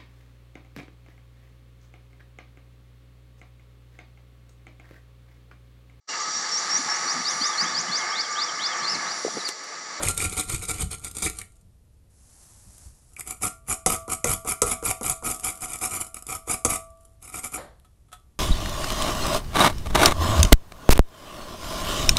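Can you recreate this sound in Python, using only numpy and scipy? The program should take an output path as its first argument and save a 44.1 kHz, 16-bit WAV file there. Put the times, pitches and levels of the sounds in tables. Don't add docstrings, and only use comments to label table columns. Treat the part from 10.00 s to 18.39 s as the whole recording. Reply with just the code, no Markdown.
import sys
import numpy as np
from scipy import signal
from scipy.fft import rfft, irfft
from scipy.io import wavfile

SR = 44100
rng = np.random.default_rng(int(sys.argv[2]) if len(sys.argv) > 2 else 0)


def store_pcm(level_fs):
    pcm = np.round(np.clip(level_fs, -1, 1) * 32767).astype(np.int16)
    wavfile.write(sys.argv[1], SR, np.atleast_2d(pcm).T)


N = 369999
TIME = np.arange(N) / SR
TURNED = np.clip(TIME - 2, 0, 1)

# start in seconds, end in seconds, strength in dB.
STROKES = [(0.029, 0.102, -28.5), (0.176, 0.27, -32.5), (0.306, 0.343, -38), (0.367, .41, -30.5),
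           (0.491, 0.561, -31.5), (0.621, 0.654, -38), (0.688, 0.712, -29), (0.738, 0.809, -40.5),
           (0.804, 0.828, -27), (0.919, 0.946, -34), (1.037, 1.074, -39), (1.16, 1.214, -41.5),
           (1.23, 1.272, -26), (1.38, 1.411, -45.5), (3.193, 3.209, -41.5), (3.275, 3.324, -38.5),
           (3.428, 3.473, -27), (3.692, 3.732, -27), (3.886, 3.946, -25), (4.106, 4.139, -28),
           (4.268, 4.341, -27), (4.478, 4.529, -28.5), (4.669, 4.735, -28), (4.851, 4.914, -26),
           (5.041, 5.125, -28.5), (5.25, 5.322, -29.5), (5.44, 5.502, -29.5), (5.62, 5.656, -32),
           (5.682, 5.759, -40), (5.819, 5.877, -31.5), (5.914, 5.98, -33), (6.001, 6.019, -31.5),
           (6.166, 6.176, -39), (6.286, 6.363, -33), (6.492, 6.547, -27), (6.694, 6.763, -28),
           (7.232, 7.301, -47), (7.337, 7.396, -36.5), (7.434, 7.467, -34.5), (7.53, 7.565, -35.5)]
LIGHT_CONTACT = [(0, .82, -42.5), (.82, 1.45, -48), (1.45, 1.62, -65.5), (3.1, 3.4, -59), (5.33, 6.09, -44),
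                 (6.77, 7.15, -64.5), (7.23, 7.58, -52)]
# time in seconds, level in dB.
GLIDE_LEVELS = [(2.1, -69), (2.25, -60), (2.44, -54), (2.65, -57), (2.86, -53), (2.93, -61.5), (3.15, -65)]
# start in seconds, strength in dB.
WIRE_SNAPS = [(.085, -13.5), (.177, -14.5), (.396, -18), (1.046, -20), (1.113, -30.5), (1.168, -25),
              (1.229, -19), (1.298, -25), (1.387, -25), (1.415, -29), (2.781, -41), (3.164, -38),
              (3.195, -28), (3.207, -25.5), (3.274, -26), (3.308, -21), (3.422, -23), (4.133, -18),
              (4.294, -17), (5.031, -24), (5.097, -10.5), (5.397, -26), (5.446, -18), (5.815, -26),
              (6.144, -27), (6.224, -33), (6.267, -27.5), (7.226, -37)]
SHANK_KNOCKS = [(3.8614, -7.5), (4.079, -35.5), (4.243, -13), (4.448, -36), (4.6185, -7.5), (4.826, -35),
                (5.011, -32.5), (5.224, -43), (6.475, -40), (6.649, -8.5)]
SHANK_TWANGS = [(.074, -22), (.203, -25), (.251, -23.5), (.425, -29.5), (1.279, -25), (1.414, -26),
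                (3.166, -35.5), (3.208, -29.5)]
CAP_TOUCHES = [(7.847, -57), (8.084, -64), (8.118, -51), (8.128, -40)]
HAND_BUMPS = [(.058, -26), (0.258, -29), (.53, -24), (.825, -24.5), (1.251, -32), (1.625, -46),
              (2.659, -44), (2.858, -40.5), (4.28, -24.5)]
RUSTLES = [(0.0, -31), (7.576, -35.5)]

# frequency in Hz, relative level in dB.
WIRE_SLOPE = [(1500, -20.5), (2800, -8.5), (4400, -6.5), (6000, -5.5), (7500, -5), (11500, 2), (13000, -13)]
SHANK_SLOPE = [(900, -38.5), (1700, -14.5), (2050, 0), (2600, -6), (3300, -25.5), (6000, -39)]
PIPE_SLOPE = [(50, -2), (130, 4.5), (300, 4.5), (500, 1), (620, -6), (850, -4), (1400, 2), (1700, -14.5),
              (3000, -32.5), (8000, -59.5)]
CRACK_SLOPE = [(500, -20), (1700, -25), (2000, 2.5), (2800, -8), (4400, -11), (6200, 2), (8300, 7.5),
               (9000, 0), (10300, 8), (13000, -15)]
GLIDE_SLOPE = [(120, -18), (200, -7), (418, -15), (723, -9), (1730, -16.5), (3380, -20.5), (6370, -7.5),
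               (11200, -6.5), (12000, -19.5), (15600, -44), (22000, -120)]
CAP_SLOPE = [(150, -16), (600, -11), (1200, 4), (2200, -7.5), (3500, -2), (5000, -13), (8000, -4),
             (12000, -7)]
HAND_SLOPE = [(10, -9.0), (30, -5.5), (65, -1.5), (110, -6.5), (180, -14), (400, -41), (1500, -72)]
RUSTLE_SLOPE = [(100, -4.5), (400, 1), (540, 7.5), (1000, -0.5), (1800, -4), (2600, -18), (4200, -13.5),
                (5000, -21.5), (12000, -39)]
ROOM_TONE_SLOPE = [(15, -9.5), (35, -3), (62, 1.5), (120, -8), (220, -21), (450, -26.5), (1500, -40),
                   (5000, -42.5), (12000, -39.5)]
# centre in Hz, width in Hz, height above the slope in dB.
WIRE_PEAKS_FIRST = [(3800, 1400, 7.4), (7060, 530, 15.7), (8460, 330, 18.2), (10030, 520, 9.3)]
WIRE_PEAKS_TURNED = [(4255, 1100, -14.5), (5150, 130, 2.5), (7160, 270, 13.5), (8210, 240, 13.5),
                     (10190, 560, 9.5)]
SHANK_PEAKS = [(2295, 90, 12), (2417, 66, 11.1)]
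PIPE_PEAKS_TIGHT = [(312.3, 34, 6.5), (452, 30, 8.5), (743.5, 28, 15.5), (1160, 28, 8.5), (1259, 47, 7),
                    (1382, 13, 16)]
PIPE_PEAKS_LOOSE = [(238, 13, 5), (300, 42, 5.8), (450.5, 21, 7.4), (738, 28, 20.7), (970, 12, 10),
                    (1185, 130, 9.9), (1268.8, 17, 18.3), (1379, 10, 14.3)]
CRACK_PEAKS = [(3640, 60, 3.2), (6440, 190, 7)]
THUD_PEAKS = [(231.3, 50, 7.9), (465, 43, 19.3), (583, 150, 13)]
HAND_PEAKS = [(64.5, 5.8, 4.9), (184.3, 4.3, 8)]
# frequency in Hz, relative level in dB, seconds to fall by 60 dB.
PIPE_MODES = [(660, -24.5, 0.99), (766, -19, 0.15), (991, -16.5, 0.082), (1163, -22, 0.73)]
CAPPED_MODES = [(730, -7.5, 0.31), (1162, -22, 0.73), (1290, -0.5, 0.14), (3400, -14, 0.16)]
# time in seconds, gain in dB.
RING_FREEDOM = [(0, -12), (3.1, -9.5), (3.8, 4), (6.9, 4), (7.3, -8), (8.39, -8)]

GRAZE_S, GRAZE_DB = .025, -15.5
REBOUND_S, REBOUND_DB = 0.0091, -10.5
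ROCK_DB, TREMBLE_DB, JOLT_DB = -7, -2, -13.5


def brushing(push):
    strokes = pressure(STROKES)
    graze = from_db(GRAZE_DB) * pressure(STROKES, overhang_s=GRAZE_S)
    touch = np.hypot(pressure(LIGHT_CONTACT), graze)
    tufts = unit_rms(flutter(per_s=190, depth_db=4))
    light_slips = touch * slips(per_s=1000, spread_db=5)
    snaps = bursts(*np.transpose(WIRE_SNAPS), decay_s=0.0023)
    snaps += wire_catches(touch + from_db(-2.5) * strokes)
    wires = wire_hiss(strokes, tufts, from_db(-9) * light_slips + snaps)
    return wires + shank_rasp(tufts) + pipe_rub(push * tufts, light_slips + snaps)


def wire_hiss(strokes, tufts, crackle):
    tips = from_db(-0.55) * strokes * tufts * slips(per_s=8900, spread_db=6.5) + crackle
    tips += wire_pings(from_db(-7) * strokes * slips(per_s=1500, spread_db=3))
    tips = wire_reflection(tips)
    first_side = body(tips * (1 - TURNED), WIRE_SLOPE, WIRE_PEAKS_FIRST)
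    other_side = body(tips * TURNED, WIRE_SLOPE, WIRE_PEAKS_TURNED)
    return from_db(0.52) * (first_side + other_side)


def wire_catches(rubbing, per_s=30, above_db=5, spread_db=2.5):
    at = np.flatnonzero((rng.random(N) < per_s / SR) & (rubbing > 0))
    levels_db = 20 * np.log10(rubbing[at]) + above_db + spread_db * rng.standard_normal(N)[at]
    return bursts(at / SR, levels_db, decay_s=0.0045)


def wire_pings(kicks, low_hz=2776, high_hz=12024, t60=0.02, count=24):
    wire = rng.integers(0, count, N)
    pitches = np.geomspace(low_hz, high_hz, count) * np.exp(.02 * rng.standard_normal(count))
    ringing = sum(struck(kicks * (wire == k), hz, t60) for k, hz in enumerate(pitches))
    return np.std(kicks) * unit_rms(ringing)


def wire_reflection(x, delay_s=0.0008016, depth=0.45):
    echo = np.interp(TIME - delay_s * flutter(per_s=10, depth_db=2), TIME, x)
    return (x + depth * echo) / np.sqrt(1 + depth ** 2)


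def shank_rasp(tufts):
    drive = stroke_drive(firm_db=-35.6, follows=0.92) * from_db(-2.5 * TURNED)
    rasp = drive * tufts * slips(per_s=1200, spread_db=2)
    twangs = from_db(1.9) * bursts(*np.transpose(SHANK_TWANGS), decay_s=0.0025)
    return body(rasp + twangs, SHANK_SLOPE, SHANK_PEAKS)


def pipe_rub(push, crackle):
    rubbing = push * slips(per_s=4000, spread_db=3) + from_db(-11.5) * crackle
    tight = body(rubbing * (1 - TURNED), PIPE_SLOPE, PIPE_PEAKS_TIGHT)
    loose = body(rubbing * TURNED, PIPE_SLOPE, PIPE_PEAKS_LOOSE)
    return from_db(-1.83) * tight + from_db(-1.33) * loose


def shank_knocks():
    times, db = np.transpose(SHANK_KNOCKS)
    landings = bursts(times, db, decay_s=0.0038)
    rebounds = bursts(times + REBOUND_S, db + REBOUND_DB, decay_s=0.0068)
    thud = body(bursts(times, thud_level(db), decay_s=0.014), PIPE_SLOPE, PIPE_PEAKS_LOOSE + THUD_PEAKS)
    crack = body(landings + rebounds, CRACK_SLOPE, CRACK_PEAKS)
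    return crack + from_db(-0.5) * thud


def pipe_ring(push):
    fed = (from_db(17.5) * push) ** 2 / SR
    for start, db in SHANK_KNOCKS:
        fed[int(start * SR)] += from_db(thud_level(db)) ** 2
    fed *= gain_curve(RING_FREEDOM) ** 2
    ring = np.zeros(N)
    for hz, db, t60 in PIPE_MODES:
        energy = signal.fftconvolve(fed, from_db(-60 * TIME[:SR] / t60) ** 2)[:N]
        swing = from_db(db) * np.sqrt(np.abs(energy)) * flutter(per_s=14, depth_db=0.9)
        ring += swing * np.sin(2 * np.pi * hz * TIME)
    return ring


def brush_glide():
    return gain_curve(GLIDE_LEVELS) * body(slips(per_s=9900, spread_db=3.5), GLIDE_SLOPE)


def brass_cap():
    times, db = np.transpose(CAP_TOUCHES)
    scrapes = body(bursts(times, db, decay_s=0.012), CAP_SLOPE)
    kicks = np.zeros(N)
    kicks[(times * SR).astype(int)] = from_db(db)
    ring = sum(from_db(mode_db) * struck(kicks, hz, t60) for hz, mode_db, t60 in CAPPED_MODES)
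    ticks = body(bursts(times=[7.799, 8.199], levels_db=[-44, -54], decay_s=0.0005), WIRE_SLOPE)
    return scrapes + ring + ticks


def handling(push):
    sway = from_db(ROCK_DB) * push + from_db(TREMBLE_DB) * pressure(LIGHT_CONTACT) * (1 - TURNED)
    bumps = bursts(*np.transpose(HAND_BUMPS), decay_s=0.037)
    times, db = np.transpose(SHANK_KNOCKS)
    jolts = bursts(times, thud_level(db) + JOLT_DB, decay_s=.06)
    return body(sway * rng.standard_normal(N) + bumps + jolts, HAND_SLOPE, HAND_PEAKS)


def rustles():
    return body(bursts(*np.transpose(RUSTLES), decay_s=0.054), RUSTLE_SLOPE)


def room(x, t60=0.25, wet_db=-10):
    age = TIME[:SR // 2]
    tail = rng.standard_normal(len(age)) * from_db(-60 * age / t60) * (age > .004)
    return x + from_db(wet_db) * through(x, tail)


def room_tone(level_db=-55):
    return from_db(level_db) * body(rng.standard_normal(N), ROOM_TONE_SLOPE)


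def pressure(spans, rise_s=0.0074, fall_s=0.0053, overhang_s=0):
    power = np.zeros(N)
    for start, end, db in spans:
        near = slice(max(int(start * SR) - SR // 8, 0), int(end * SR) + SR // 8)
        on = (1 + np.tanh((TIME[near] - start) / rise_s)) / 2
        off = (1 - np.tanh((TIME[near] - end - overhang_s) / fall_s)) / 2
        power[near] += from_db(db) ** 2 * on * off
    return np.sqrt(power)


def stroke_drive(firm_db, follows, firm_stroke_db=-28):
    return pressure([(start, end, firm_db + follows * (db - firm_stroke_db))
                     for start, end, db in STROKES])


def thud_level(knock_db, hard_knock_db=-8, hard_thud_db=-16.5):
    return hard_thud_db + 0.5 * (knock_db - hard_knock_db)


def slips(per_s, spread_db):
    sizes = from_db(spread_db * np.minimum(rng.exponential(1, N), 4))
    return unit_rms((rng.random(N) < per_s / SR) * sizes * rng.choice([-1, 1], N))


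def bursts(times, levels_db, decay_s):
    envelope = np.zeros(N)
    for start, db in zip(times, levels_db):
        at = int(start * SR)
        age = TIME[:min(N - at, SR // 2)]
        envelope[at:at + len(age)] += from_db(db) * np.exp(-age / decay_s)
    return envelope * rng.standard_normal(N)


def struck(kicks, hz, t60):
    decay, step = from_db(-60 / (t60 * SR)), 2 * np.pi * hz / SR
    return signal.lfilter([0, np.sin(step)], [1, -2 * decay * np.cos(step), decay ** 2], kicks + 1e-18)


def body(x, slope, peaks=(), size=16384):
    hz = np.maximum(np.fft.rfftfreq(size, 1 / SR), 1)
    slope_hz, slope_db = np.transpose(slope)
    gain = from_db(np.interp(np.log(hz), np.log(slope_hz), slope_db))
    lift = sum((from_db(db) ** 2 - 1) / (1 + (2 * (hz - centre) / width) ** 2)
               for centre, width, db in peaks)
    cepstrum = irfft(np.log(gain * np.sqrt(np.maximum(1 + lift, .1))))
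    response = irfft(np.exp(rfft(2 * cepstrum[:size // 2], size)))
    return through(x, response)


def through(x, response):
    return signal.fftconvolve(x, response / np.linalg.norm(response))[:N]


def flutter(per_s, depth_db):
    knots = np.arange(0, TIME[-1] + 1, 1 / per_s)
    return from_db(depth_db * np.interp(TIME, knots, rng.standard_normal(N)[:len(knots)]))


def gain_curve(rows):
    times, db = np.transpose(rows)
    return from_db(np.interp(TIME, times, db, left=-np.inf, right=-np.inf))


def from_db(db):
    return 10 ** (np.asarray(db) / 20)


def unit_rms(x):
    return x / np.sqrt(np.mean(x ** 2) + 1e-20)


def scene():
    push = stroke_drive(firm_db=-31.5, follows=0.99)
    lamp = brushing(push) + shank_knocks() + brush_glide() + brass_cap() + handling(push)
    background = room_tone()
    return (room(lamp + rustles()) + pipe_ring(push) + background)[None]


def record(dry, ceiling=.8, cutoff_hz=12150):
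    rounded = ceiling * np.tanh(dry / ceiling)
    return signal.sosfilt(signal.ellip(10, .3, 75, cutoff_hz, fs=SR, output="sos"), rounded)


dry = scene()
out = record(dry)
store_pcm(out)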